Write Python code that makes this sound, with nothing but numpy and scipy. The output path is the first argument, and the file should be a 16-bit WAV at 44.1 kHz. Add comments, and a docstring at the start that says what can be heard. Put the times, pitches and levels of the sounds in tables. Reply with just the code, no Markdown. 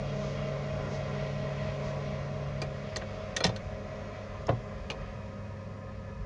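"""Mains fans hum over rushing air, heard from inside an open egg incubator, a sheet-metal cabinet.
Two rotors at nearly the same speed beat against each other and against the magnetic hum.
The hand-held microphone backs out to the front panel, with a few soft swishes of skin on its case.
Close by, the door is swung to: its stay clicks, the pane knocks on the frame and the cabinet booms."""
import sys
import numpy as np
from scipy import signal
from scipy.fft import rfft, irfft
from scipy.io import wavfile
from scipy.ndimage import uniform_filter1d

SR = 44100
rng = np.random.default_rng(int(sys.argv[2]) if len(sys.argv) > 2 else 0)


def waveform_to_disk(signal):
    """Save audio, clipped to [-1, 1], as 16-bit WAV at the path in sys.argv[1]."""
    frames = np.transpose(np.atleast_2d(signal))
    scaled = np.clip(frames, -1, 1) * 32767
    samples = np.round(scaled).astype(np.int16)
    wavfile.write(sys.argv[1], SR, samples)


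N = 275625
TIME = np.arange(N) / SR
MAGNET_HZ = 100  # magnetic pull, twice the mains frequency


def undb(db):
    """Decibels to gain."""
    return 10 ** (np.asarray(db) / 20)


def curve(rows):
    """Rows of time_s, value joined by straight lines."""
    return np.interp(TIME, *np.transpose(rows))


def walk(rate_hz):
    """Random levels, held and smoothed twice; spread near 1."""
    hold = int(SR / rate_hz)
    steps = np.repeat(rng.standard_normal(N // hold + 2), hold)
    return 1.3 * uniform_filter1d(uniform_filter1d(steps, hold), hold)[:N]


def butter(x, hz, kind, order=2):
    """Butterworth filter."""
    return signal.sosfilt(signal.butter(order, np.minimum(hz, SR / 2 - 1), kind, fs=SR, output="sos"), x)


def fade(t, t60):
    """Exponential decay, 60 dB down at t60."""
    return np.exp(-np.log(1000) * t / t60)


def add(out, start_s, sound):
    """Mix a sound in at start_s."""
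    start = int(start_s * SR)
    out[start:start + len(sound)] += sound


def room(x, wet_db=-19, t60=0.11, damp_hz=6000):
    """A short, slightly dull tail from the cabinet and the small room."""
    t = np.arange(SR // 2) / SR
    tail = butter(rng.standard_normal(len(t)), damp_hz, "lowpass") * fade(t, t60) * (t > .004)
    return x + undb(wet_db) * signal.fftconvolve(x, tail / np.linalg.norm(tail))[:N]


def flutter(rush):
    """The rush's level wavers slightly and randomly, separately in each frequency range."""
    # wavering ranges: centre_hz, rate_hz, depth_db
    ranges = [(50, 11, 2.5), (300, 14, 1.5), (1400, 14, 1.07), (3300, 14, 1.4), (7000, 11, 0.3)]
    hz, spectrum = np.fft.rfftfreq(2 * N, 1 / SR) + 1, rfft(rush, 2 * N)
    log_centres = np.log([row[0] for row in ranges])
    out = 0
    for share, (_, rate_hz, depth_db) in zip(np.eye(len(ranges)), ranges):
        band = irfft(spectrum * np.interp(np.log(hz), log_centres, share))[:N]
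        out += band * undb(depth_db * walk(rate_hz))
    return out


def air(place, ripple_db=3.5, spots=15):
    """Blade turbulence, coloured by the cabinet's hollows and standing waves along the way out."""
    # bare spectrum of the rush: frequency_hz, inside_db, outside_db
    spectrum = [(20.2, -73, -84), (51, -55.5, -59), (122, -59.5, -68.5), (200, -63.5, -66),
                (307, -66.5, -81.5), (444, -68, -73), (765, -68.5, -83), (1417, -74, -87),
                (2070, -81.5, -93.5), (3080, -83.5, -100), (5380, -87, -102), (6850, -93.5, -107),
                (8020, -108, -117), (9400, -109, -118)]
    # cabinet resonances and dead spots: centre_hz, width_hz, inside_db, outside_db
    hollows = [(320, 114, -5, -3), (788, 26, -10.5, -12.5), (909, 77, -9, -10), (955, 31, 1.5, 15),
               (1036, 27.6, 9, 13), (1197, 170, 3.5, 0.5), (1250, 47, -6.5, 11), (1495, 46, -1.5, -14),
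               (1728, 72, -4, 11.5), (1910, 95, 9, 3), (2022, 50, 5, 5), (2206, 245, 8.5, 3),
               (2515, 88, 7.5, 11), (2790, 89, 5.5, 0.5), (3270, 66, 9.5, 2.5)]
    # strength of the rush: time_s, gain_db
    flow = [(0, -6.5), (1.5, -5.5), (2.3, -6.5), (3.0, -4.5), (3.9, -6.5), (5.0, -2.5), (6.25, -2.5)]
    hz = np.fft.rfftfreq(N, 1 / SR) + 1
    points_hz, inside_db, outside_db = np.transpose(spectrum)
    ripple_hz = np.arange(0, SR / 2, 18)
    noise = rfft(rng.standard_normal(N)) * np.sqrt(SR / 2)
    spot_times = np.linspace(0, TIME[-1], spots)
    rush = 0
    for share, spot_s in zip(np.eye(spots), spot_times):  # crossfade from spot to spot
        outside = min(np.interp(spot_s, TIME, place), 1)
        db = np.interp(np.log(hz), np.log(points_hz), inside_db + outside * (outside_db - inside_db))
        for centre, width, near_db, far_db in hollows:
            db += (near_db + outside * (far_db - near_db)) / (1 + (2 * (hz - centre) / width) ** 2)
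        standing_waves = np.interp(hz, ripple_hz, rng.standard_normal(len(ripple_hz)))
        db += ripple_db * standing_waves * hz / (hz + 400)
        rush += np.interp(TIME, spot_times, share) * irfft(noise * undb(db), N)
    return flutter(rush) * undb(curve(flow))


def swishes():
    """Skin slides on the microphone's smooth case: short swells of high hiss."""
    # slips of the hand: peak_s, half_width_s, level_db
    slips = [(0.25, 0.11, -56), (0.942, 0.04, -53.5), (1.87, 0.057, -57)]
    hiss = butter(rng.standard_normal(N), [3400, 6600], "bandpass", order=4)
    swells = sum(undb(db) * np.exp(-((TIME - peak_s) / width_s) ** 2) for peak_s, width_s, db in slips)
    return hiss / hiss.std() * swells


def shaft(hz, wander):
    """Turns made by a rotor whose speed wanders a little."""
    return np.cumsum(hz * (1 + wander * walk(1.177))) / SR


def tones(table, turns, place):
    """Shaft and magnetic harmonics and sidebands, wavering as the microphone crosses standing waves."""
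    out = 0
    for order, multiple, inside_db, outside_db in table:
        cycles = round(order) * turns + round(multiple) * MAGNET_HZ * TIME + rng.random()
        waver_db = walk(rate_hz=4)
        level_db = inside_db + place * (outside_db - inside_db) + waver_db
        out += np.sqrt(2) * undb(level_db) * np.sin(2 * np.pi * cycles)
    return out


def drone(turns, place, inside_db=-37.5, rim_drop_db=-14, rim_place=0.33, rim_width=0.009):
    """An off-centre rotor modulates the magnetic pull; the sideband stands as a wave in the cabinet."""
    past_rim = .5 + .5 * np.tanh((place - rim_place) / rim_width)
    waver_db = 2 * walk(rate_hz=4.24)
    distance_db = -3 * place
    level_db = inside_db + past_rim * (rim_drop_db + waver_db) + distance_db
    return np.sqrt(2) * undb(level_db) * np.sin(2 * np.pi * (turns + MAGNET_HZ * TIME))


def motors(place, vent_db=-52, vent_drop_db=-11):
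    """Two circulating fans, their mains hum and the shake of a faster vent fan."""
    # blade and slot tones of each fan, then the hum: shaft_order, magnet_multiple, inside_db, outside_db
    fan_tones = [(2, 1, -55.5, -74.5), (5, 0, -51, -52), (1, 2, -57, -78.5), (10, 0, -53.5, -92),
                 (1, 4, -54, -76), (-1, 5, -54.5, -90), (11, 0, -63.5, -77.5), (12, 0, -59.5, -74.5),
                 (13, 0, -51.5, -69.5), (-1, 6, -55.5, -59), (14, 0, -54.5, -65), (13, 1, -43.5, -62),
                 (18, 0, -56.5, -71)]
    twin_tones = [(10, 0, -52.5, -62.5), (13, 0, -52, -54.5), (14, 0, -57, -91.5), (13, -1, -54, -84.5),
                  (13, 1, -47.5, -69), (13, 2, -65.5, -81.5), (20, 0, -59.5, -98.5), (15, 0, -53.5, -68),
                  (18, 0, -62.5, -66.5), (25, 0, -69.5, -79)]
    mains_tones = [(0, 1, -48, -45.5), (0, 2, -44.5, -76), (0, 3, -60, -86.5), (0, 5, -71, -69.5),
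                   (0, 6, -47, -61), (0, 7, -57.5, -72)]
    fan = shaft(hz=40.83, wander=0.00057)
    twin = shaft(hz=41.2, wander=0.00119)
    vent = shaft(hz=47.8, wander=0.0019)
    whine = tones(fan_tones, fan, place) + tones(twin_tones, twin, place)
    hum = tones(mains_tones, fan, place)
    shake = np.sqrt(2) * undb(vent_db + vent_drop_db * place) * np.sin(2 * np.pi * vent)
    return whine + hum + drone(fan, place) + shake


def ring(modes, t, wash_hz, wash_db, wash_t60):
    """A struck part: its main modes over a wash of dense weak ones."""
    clear = 0
    for k, (hz, db, t60) in enumerate(modes):
        detuned_hz = hz * (1 + .009 * rng.standard_normal())
        clear += (-1) ** k * undb(db) * fade(t, t60) * np.sin(2 * np.pi * detuned_hz * t)
    wash = butter(rng.standard_normal(len(t)), wash_hz, "bandpass", order=3)
    return clear / np.sqrt(len(modes)) + undb(wash_db) * wash / wash.std() * fade(t, wash_t60)


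def ping(t, hz, cycles=79):
    """The touched spot rings with its own mode, 60 dB down after so many cycles."""
    return fade(t, cycles / hz) * np.sin(2 * np.pi * hz * t)


def contact(t, fittings_db, panel_db, cutoff_hz, snap_db=4, snap_hz=3000, attack_s=.0003):
    """One touch snaps, cracks, rings the fittings and shakes the panels; a low cutoff dulls it."""
    # metal stay and latch: pitch_hz, level_db, t60_s
    fitting_modes = [(1240, -4, .06), (1480, -4, .07), (1846, -2, .08), (1910, -2, .08), (2300, -5, .05),
                     (2660, -4, .06), (3090, -5, .06), (3420, -2, .06), (3590, 0, .07), (3770, -4, .05),
                     (4067, 0, .06), (4152, 0, .06), (4721, -3, .04), (5430, -1, .035), (6150, 0, .05),
                     (6702, -10, .04)]
    # door pane and wall panels: pitch_hz, level_db, t60_s
    panel_modes = [(337, -6, 0.15), (415, 0.5, 0.099), (452, -3, 0.15), (536.7, 1.5, 0.11),
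                   (639, -14.5, 0.16), (670, -4, 0.11), (676, -3.5, 0.11), (747, -8.5, 0.25),
                   (816, -11, 0.027), (1140, -20, .04)]
    metal = ring(fitting_modes, t, wash_hz=[1440, 6900], wash_db=-9, wash_t60=0.065)
    crack = butter(rng.standard_normal(len(t)), 2200, "highpass") * fade(t, t60=0.016)
    snap = undb(snap_db) * np.sin(2 * np.pi * snap_hz * t) * np.exp(-snap_hz * t)
    panel = ring(panel_modes, t, wash_hz=[264, 980], wash_db=-6, wash_t60=0.089)
    attack = 1 - np.exp(-t / attack_s)
    fittings = butter(snap + (metal + crack) * attack, cutoff_hz, "lowpass", order=3)
    return undb(fittings_db) * fittings + undb(panel_db) * panel * attack


def clicks():
    """Stay and latch: a part touches, chatters once on another spot, and each spot pings."""
    # light touches: start_s, fittings_db, panel_db, cutoff_hz, first_hz, second_hz, ping_db,
    # chatter_s, chatter_db
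    touches = [(2.618, -35.5, -30.5, 9700, 4720, 2400, -27.5, .0032, -3.5),
               (2.9606, -32, -39, 8500, 4510, 1900, -25.5, .0042, -3.5),
               (2.969, -44, -33, 7900, 6240, 7300, -27.5, .002, -8),
               (3.015, -38.5, -38, 2600, 1940, 1620, -43, .006, 2),
               (3.3648, -26, -30.5, 10000, 6070, 1867, -24, .003, -0.5),
               (3.405, -41, -30, 4300, 4160, 1460, -39, .004, 3.5),
               (3.562, -38.5, -59, 6850, 4360, 1540, -35.5, .0032, -9),
               (4.469, -51, -67, 7000, 5340, 6600, -37, .002, -5),
               (4.901, -35, -33.5, 6400, 2870, 2420, -28.5, .0018, -1),
               (4.9083, -45, -40, 6000, 4420, 2480, -36.5, .008, 3.5)]
    out, t = np.zeros(N + SR), np.arange(SR // 2) / SR
    for start_s, fittings_db, panel_db, cutoff_hz, *pings in touches:
        first_hz, second_hz, ping_db, chatter_s, chatter_db = pings
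        for lag_s, db, hz in [(0, 0, first_hz), (chatter_s, chatter_db, second_hz)]:
            click = contact(t, fittings_db, panel_db, cutoff_hz) + undb(ping_db) * ping(t, hz)
            add(out, start_s + lag_s, undb(db) * click)
    return out[:N]


def stay():
    """The slim bar of the door stay chinks and rings on when hit squarely."""
    # modes of the bar: pitch_hz, level_db, t60_s
    bar_modes = [(1340, 2, 0.064), (1900, 2, 0.075), (2410, -3, .12), (3340, -5, 0.12), (4140, -3, 0.1),
                 (5150, -16, 0.092), (6100, -17, 0.046), (6420, -8, .05), (8850, -16, .035)]
    # hits as it folds: start_s, level_db
    hits = [(3.3665, -36), (3.405, -25.5), (3.561, -43)]
    out, t = np.zeros(N + SR), np.arange(SR // 2) / SR
    for start_s, db in hits:
        chink = ring(bar_modes, t, wash_hz=[1200, 4500], wash_db=-21, wash_t60=0.04)
        add(out, start_s, undb(db) * chink)
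    return out[:N]


def knocks(boom_lag_s=0.0037, swell_s=0.011):
    """The pane meets the frame, lands and rebounds; each touch makes the cabinet boom."""
    # pane on frame: start_s, fittings_db, panel_db, cutoff_hz, ping_hz, ping_db, ping_cycles, boom_db
    impacts = [(3.4385, -26, -31, 5400, 3420, -26, 40, -48), (3.4424, -19, -24, 6100, 5290, -10.5, 51, -28),
               (3.4466, -22.5, -26, 5960, 3950, -19, 37, -41),
               (3.4515, -27.5, -34, 10000, 179, -21.5, 34.5, -43),
               (3.466, -27.5, -30.5, 7000, 3090, -43, 130, -22.5),
               (3.4921, -36, -27.5, 5100, 1900, -41, 88, -34.5),
               (4.4815, -38, -26, 1980, 990, -35, 40, -50),
               (4.4908, -27.5, -18.5, 2800, 665, -16.5, 13, -21),
               (4.4965, -35, -24.5, 2300, 1000, -17.5, 16, -39),
               (4.525, -51, -29.5, 1610, 322, -40, 17, -24.5)]
    # the whole cabinet and the air in it: pitch_hz, level_db, t60_s
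    cabinet_modes = [(59, -9, .14), (87, -3, .16), (116, 7, .18), (193, 0, .1)]
    out, t = np.zeros(N + SR), np.arange(SR // 2) / SR
    swell = 1 - np.exp(-t / swell_s)  # the heavy walls take a moment to get moving
    for start_s, fittings_db, panel_db, cutoff_hz, ping_hz, ping_db, cycles, boom_db in impacts:
        knock = contact(t, fittings_db, panel_db, cutoff_hz) + undb(ping_db) * ping(t, ping_hz, cycles)
        boom = ring(cabinet_modes, t, wash_hz=[66.6, 233], wash_db=-5, wash_t60=0.14)
        add(out, start_s, knock)
        add(out, start_s + boom_lag_s, undb(boom_db) * boom * swell)
    return out[:N]


def scene():
    """Fans, air, hand and door at one moving microphone."""
    # microphone path: time_s, place (0 inside the cabinet, 1 in front of it, above 1 farther back)
    path = [(0, 0.025), (2.0, 0.092), (2.7, 0.32), (3.05, 0.34), (4.0, 0.37), (5.3, 0.86), (6.25, 1.4)]
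    place = curve(path)
    background = motors(place) + air(place) + swishes()
    door = room(clicks() + stay() + knocks())
    return (background + door)[None]


def record(dry, notch_hz=8130, notch_width_hz=730, leak_db=-15, bottom_hz=18, top_hz=9550):
    """A phone microphone: its port has a dead spot in the treble; deepest bass and top are cut."""
    notched = signal.lfilter(*signal.iirnotch(notch_hz, notch_hz / notch_width_hz, fs=SR), dry)
    port = notched + undb(leak_db) * (dry - notched)
    top_cut = signal.ellip(8, .2, 70, top_hz, fs=SR, output="sos")
    return signal.sosfilt(top_cut, butter(port, bottom_hz, "highpass"))


dry = scene()
out = record(dry)
waveform_to_disk(out)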